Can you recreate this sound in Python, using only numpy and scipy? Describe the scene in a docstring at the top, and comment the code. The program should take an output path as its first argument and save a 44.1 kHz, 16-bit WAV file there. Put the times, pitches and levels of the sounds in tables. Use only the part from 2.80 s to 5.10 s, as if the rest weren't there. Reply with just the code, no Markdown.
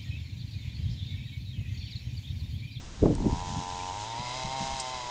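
"""In a flower field a small motor, probably a camera's zoom drive, buzzes close to the microphone.
It clicks on, spins up and later speeds up again. One knock per turn drives the housing at harmonics
of the turning rate, strongest near 900 Hz, while the gears hiss, rasp, tick and faintly squeak.
Wind eddies thump on the microphone, hardest at the start, over a rumble and a faint outdoor hiss."""
import sys
import numpy as np
from scipy import signal
from scipy.fft import rfft, irfft, next_fast_len
from scipy.io import wavfile
from scipy.ndimage import uniform_filter1d

SR = 44100
rng = np.random.default_rng(int(sys.argv[2]) if len(sys.argv) > 2 else 0)


def generate_wav(signal):
    """Clip the signal to [-1, 1] and save it as 16-bit WAV at the path in sys.argv[1]."""
    frames = np.transpose(np.atleast_2d(signal))
    scaled = np.clip(frames, -1, 1) * 32767
    pcm = np.round(scaled).astype(np.int16)
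    wavfile.write(sys.argv[1], SR, pcm)


N = 101429

# open-air spectrum: f/Hz, relative level/dB
AIR_SPECTRUM = [(100, -11), (250, 5.5), (500, 2), (900, 2), (1500, -4), (3000, -5), (6500, -7.5),
                (8000, -14), (10000, -31)]
# wind rumble: t/s, level/dB
RUMBLE_LEVEL = [(0, -40), (.16, -48), (.25, -33.5), (.5, -34), (.62, -38), (.78, -51), (1.05, -46),
                (1.35, -54.5), (1.52, -51), (1.7, -50), (1.95, -42), (2.05, -52), (2.3, -49.5)]
# rumble spectrum: f/Hz, relative level/dB
RUMBLE_SPECTRUM = [(15, -4.5), (45, 0), (90, -2), (160, -7.5), (300, -21), (600, -35), (1500, -64)]
# eddies: peak t/s, level/dB, attack/s, decay/s, upper edge f/Hz
EDDIES = [(.235, -14.5, 0.01, 0.019, 383), (0.26, -17.5, 0.0061, 0.0094, 610),
          (0.31, -21, 0.052, 0.023, 352), (0.416, -30, 0.028, 0.037, 300), (0.464, -19.5, 0.018, .02, 350),
          (.531, -24.5, 0.0059, 0.0081, 230), (0.679, -40, 0.022, 0.069, 160),
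          (.735, -33, 0.038, 0.013, 174), (0.778, -29, 0.014, 0.024, 194.4), (.94, -42, 0.026, 0.056, 176),
          (1.402, -33.5, 0.0073, 0.02, 167), (1.655, -35.5, 0.018, 0.027, 171),
          (1.815, -32.5, 0.0083, .018, 224.5), (1.91, -45, 0.036, 0.022, 220)]
# gear hiss: t/s, level/dB
HISS_LEVEL = [(.33, -57), (.45, -52), (.53, -47), (.6, -45.5), (.9, -45.5), (1.25, -45), (1.38, -49.5),
              (1.5, -44), (1.9, -41.5), (2.05, -44), (2.3, -45.5)]
# hiss spectrum: f/Hz, relative level/dB
HISS_SPECTRUM = [(710, -34), (1200, -9), (1320, -8.5), (1730, -3.5), (2080, -9.5), (2440, -7.5), (2600, -6),
                 (2840, -3.5), (3940, -1.5), (4420, -6.5), (5050, -3.5), (5770, -3), (6770, -2.5),
                 (8910, -20), (10000, -38.5), (13000, -76), (22000, -120)]
# turning rate, starting and then running: t/s, f/Hz
STARTING_RATE = [(.335, 40), (.37, 44), (.41, 52), (.445, 60), (.48, 73), (.52, 82)]
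RUNNING_RATE = [(0.56, 87.4), (0.612, 90.2), (0.68, 90.9), (0.728, 90.6), (0.97, 90.7), (1.052, 91.9),
                (1.106, 91.0), (1.168, 103.0), (1.218, 102.9), (1.286, 114.4), (1.338, 114.6),
                (1.42, 123.3), (1.488, 123.1), (1.576, 129.3), (1.654, 128.8), (1.746, 134.0),
                (1.808, 132.1), (1.938, 134.4), (2.022, 128.7), (2.122, 128.5), (2.224, 122.9),
                (2.3, 121.5)]
# knock strength: t/s, relative level/dB
KNOCK_LEVEL = [(.35, -12.5), (.39, -4.5), (.44, -6.5), (.6, -4.5), (1.1, -3), (1.3, -3), (1.5, -2),
               (1.65, -1.5), (1.8, 1), (1.95, -1), (2.05, -.5), (2.3, -3.5)]
# knock harmonics 2, 3, 4 ... of the turning rate: relative level/dB
KNOCK_HARMONICS = [-5, -0.5, 2, 4, 2, -1.5, 2, 1, 0, 1, 2, 1.5, -8, -1.5, -4, -7, -5, -7.5, -9, -8.5, -12.5,
                   -13.5, -8]
# housing response: f/Hz, relative level/dB
HOUSING_RESPONSE = [(180, -20), (270, -8), (360, -17), (455, -11), (545, -18), (640, -5.5), (730, -5.5),
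                    (810, 4), (860, 0.5), (920, 7.5), (995, 4), (1085, -11), (1180, -17.5), (1340, -14),
                    (1500, -21.5), (2500, -38)]
# tooth rasp: t/s, level/dB
RASP_LEVEL = [(.35, -62.5), (.6, -56), (1.15, -53.5), (1.36, -47), (1.46, -44), (1.9, -47.5), (2.1, -46),
              (2.3, -48)]
# gear resonances: f/Hz, nominal width/Hz, relative level/dB
GEAR_RESONANCES = [(2092, 250, 5.5), (2616, 140, 3.5), (3227, 340, 3), (3930, 380, 3.5), (4895, 380, 2.5),
                   (6300, 320, -22.5)]
# mechanism clicks: t/s, level/dB, decay/s
CLICK_EVENTS = [(.351, -34, 0.002), (1.999, -28, 0.0076)]
# click spectrum: f/Hz, relative level/dB
CLICK_SPECTRUM = [(1500, -22), (3000, -10), (4200, -6), (4900, 2), (5600, 2), (6300, -10), (7500, -1),
                  (8800, -4), (9300, -18), (10000, -34)]
# ticks of a catching tooth: t/s, level/dB
CATCH_LEVEL = [(.4, -67.5), (.52, -60), (.6, -56.5), (1.25, -63), (1.5, -50.5), (1.75, -53.5), (1.97, -52),
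               (2.1, -55), (2.3, -61)]
# tick spectrum: f/Hz, relative level/dB
CATCH_SPECTRUM = [(1500, -17), (3000, -3.5), (5000, 2.5), (7000, -1.5), (8500, -10.5), (10000, -29)]
# shaft hum: t/s, level/dB
HUM_LEVEL = [(.4, -92), (.65, -44), (1.0, -60.5), (1.12, -48), (1.3, -47), (1.52, -48), (1.85, -48),
             (2.05, -56), (2.3, -55)]
# housing rattle: t/s, level/dB
RATTLE_LEVEL = [(.6, -62), (1.15, -65), (1.45, -48.5), (1.62, -46.5), (1.76, -46.5), (1.9, -46.5),
                (2.02, -51.5), (2.15, -49), (2.3, -50)]
# rattle spectrum: f/Hz, relative level/dB
RATTLE_SPECTRUM = [(200, -19), (450, -12.5), (680, -7), (780, -13), (900, -0.5), (980, -5), (1080, -3.5),
                   (1250, -18), (1700, -38)]
# gear squeaks: centre t/s, centre f/Hz, level/dB, half length/s
SQUEAK_EVENTS = [(1.008, 2360, -46, 0.0072), (1.034, 2580, -49, .008), (1.092, 2990, -46.5, .009),
                 (1.301, 3620, -50, 0.028), (1.34, 1896, -51, 0.011), (1.387, 3925, -50, 0.027)]


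def undb(db):
    """Amplitude ratio of a level in decibels."""
    return 10 ** (np.asarray(db) / 20)


def unit(x):
    """Normalisation to rms 1."""
    return x / np.sqrt(np.mean(x ** 2))


def curve(rows):
    """Linear interpolation of (t/s, value) rows."""
    return np.interp(np.arange(N) / SR, *np.array(rows, float).T)


def wander(rate_hz):
    """Smooth random fluctuation of rms 1."""
    hold = int(SR / rate_hz)
    steps = np.repeat(rng.standard_normal(N // hold + 1), hold)
    return unit(uniform_filter1d(steps, hold)[:N])


def colour(x, spectrum):
    """Minimum-phase filtering through (f/Hz, level/dB) points; the output has rms 1."""
    size = 2 * next_fast_len(N)
    hz, db = np.array(spectrum, float).T
    f = np.maximum(np.arange(size // 2 + 1) * SR / size, 1)
    gain = undb(np.interp(np.log(f), np.log(hz), db))
    cepstrum = irfft(np.log(gain))
    cepstrum[1:size // 2] *= 2  # folding makes the response causal
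    cepstrum[size // 2 + 1:] = 0
    return unit(irfft(rfft(x, size) * np.exp(rfft(cepstrum)))[:N])


def resonate(x, hz, width_hz):
    """Two equal resonators in cascade, with gain 1 at their centre."""
    b, a = signal.iirpeak(hz, hz / width_hz, fs=SR)
    return signal.lfilter(b, a, signal.lfilter(b, a, x))


def impulses(times, sizes):
    """An impulse train, each impulse shared between neighbouring samples."""
    at = np.clip(times * SR, 0, N - 2)
    i = at.astype(int)
    return np.bincount(i, sizes * (1 - at + i), N) + np.bincount(i + 1, sizes * (at - i), N)


def open_air(level_db=-50.5):
    """Broadband noise of nearly constant level is heard as a faint outdoor hiss."""
    return colour(rng.standard_normal(N), AIR_SPECTRUM) * undb(level_db + .5 * wander(4.3))


def wind(t, edge_ratio=.17):
    """Turbulent pressure at the microphone: a rumble, and a low thump as each eddy strikes."""
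    sound = colour(rng.standard_normal(N), RUMBLE_SPECTRUM) * undb(curve(RUMBLE_LEVEL) + 2 * wander(11))
    for peak, db, attack, decay, hz in EDDIES:
        lowpass = signal.butter(4, hz, fs=SR, output="sos")
        highpass = signal.butter(2, hz * edge_ratio, "high", fs=SR, output="sos")
        eddy = signal.sosfilt(highpass, signal.sosfilt(lowpass, rng.standard_normal(N)))
        eddy /= np.sqrt(uniform_filter1d(eddy ** 2, size=1300))  # even out the short-term power
        envelope = np.exp(np.where(t < peak, -((t - peak) / attack) ** 2, (peak - t) / decay))
        sound += eddy * undb(db) * envelope
    return sound


def gear_hiss(turns, depth=.79, decay_turns=.26):
    """Sliding friction makes noise, amplitude-modulated to peak as each turn begins."""
    friction = colour(rng.standard_normal(N), HISS_SPECTRUM)
    pulsing = 1 + depth * np.exp(-(turns % 1) / decay_turns)
    return unit(friction * pulsing) * undb(curve(HISS_LEVEL) + 1.17 * wander(29.32))


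def shaft_turns(t, jitter=.00292):
    """Rotation, counted in turns, is the time integral of a slightly unsteady turning rate."""
    rate_hz = curve(list(STARTING_RATE) + list(RUNNING_RATE)) * (1 + jitter * wander(40))
    return np.cumsum(rate_hz * (t > STARTING_RATE[0][0])) / SR


def housing_buzz(turns, rms_db=-39):
    """Forced vibration: one knock per turn is a harmonic series, shaped by the housing's resonances."""
    knocks = sum(undb(db) * np.cos(2 * np.pi * k * turns) for k, db in enumerate(KNOCK_HARMONICS, 2))
    strength = undb(curve(KNOCK_LEVEL) - wander(60.11)) * (turns > 0)
    return undb(rms_db) * colour(knocks * strength, HOUSING_RESPONSE)


def tooth_rasp(t, turns, teeth=14, slip_s=.00004, scatter=.5):
    """Impacts of uneven teeth excite the gear resonances in a pattern that recurs on every turn."""
    places = (np.arange(teeth) + rng.random(teeth)) / teeth
    contact_turns = (np.arange(int(turns[-1]))[:, None] + places).ravel()
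    slip, size = rng.standard_normal((2, len(contact_turns)))
    impacts = impulses(np.interp(contact_turns, turns, t) + slip_s * slip, 1 + scatter * size)
    rasp = sum(undb(db) * resonate(impacts, hz, 1.24 * width) for hz, width, db in GEAR_RESONANCES)
    return unit(rasp) * undb(curve(RASP_LEVEL))


def clicks(t):
    """Damped vibration of small plastic parts: bright noise bursts with exponential decay."""
    envelope = sum(undb(db) * (t >= onset) * np.exp(-np.abs(t - onset) / decay)
                   for onset, db, decay in CLICK_EVENTS)
    return colour(rng.standard_normal(N), CLICK_SPECTRUM) * envelope


def tooth_catch(turns, scatter_db=4.5, decay_turns=.13):
    """A tooth catches as each turn begins; the brief impact gives a broadband tick of random size."""
    size = undb(scatter_db * np.clip(rng.standard_normal(N), -2, 2))[turns.astype(int)]
    envelope = size * np.exp(-(turns % 1) / decay_turns) * (turns > 0)
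    return colour(rng.standard_normal(N) * envelope, CATCH_SPECTRUM) * undb(curve(CATCH_LEVEL))


def shaft_hum(turns):
    """Rotating imbalance exerts a sinusoidal force at the turning rate."""
    return unit(np.sin(2 * np.pi * turns)) * undb(curve(HUM_LEVEL) + wander(15))


def housing_rattle(turns, decay_turns=1):
    """Irregular vibration of the loose housing decays after each knock; it is loudest at speed."""
    shaking = rng.standard_normal(N) * np.exp(-(turns % 1) / decay_turns) * (turns > 0)
    return colour(shaking, RATTLE_SPECTRUM) * undb(curve(RATTLE_LEVEL))


def gear_squeaks(t, rise_hz_per_s=3500, waver_hz=40):
    """Friction between the gears excites brief tones that glide upward."""
    sound, waver = 0, waver_hz * wander(200)
    for centre, hz, db, half in SQUEAK_EVENTS:
        cycles = np.cumsum(hz + rise_hz_per_s * (t - centre) + waver) / SR
        envelope = np.exp(-((t - centre) / half) ** 2)
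        sound += undb(db) * unit(np.sin(2 * np.pi * cycles)) * envelope
    return sound


def scene():
    """Superposition: the pressures of all sources add at one microphone."""
    t = np.arange(N) / SR
    turns = shaft_turns(t)
    motor = housing_buzz(turns) + housing_rattle(turns) + shaft_hum(turns)
    gears = tooth_rasp(t, turns) + gear_hiss(turns) + tooth_catch(turns) + gear_squeaks(t)
    return (motor + gears + clicks(t) + wind(t) + open_air())[None]


def record(dry):
    """Band limiting: the camera acts as a steep low-pass filter at 9600 Hz."""
    return signal.sosfilt(signal.ellip(8, .2, 70, 9600, fs=SR, output="sos"), dry)


dry = scene()
out = record(dry)
generate_wav(out)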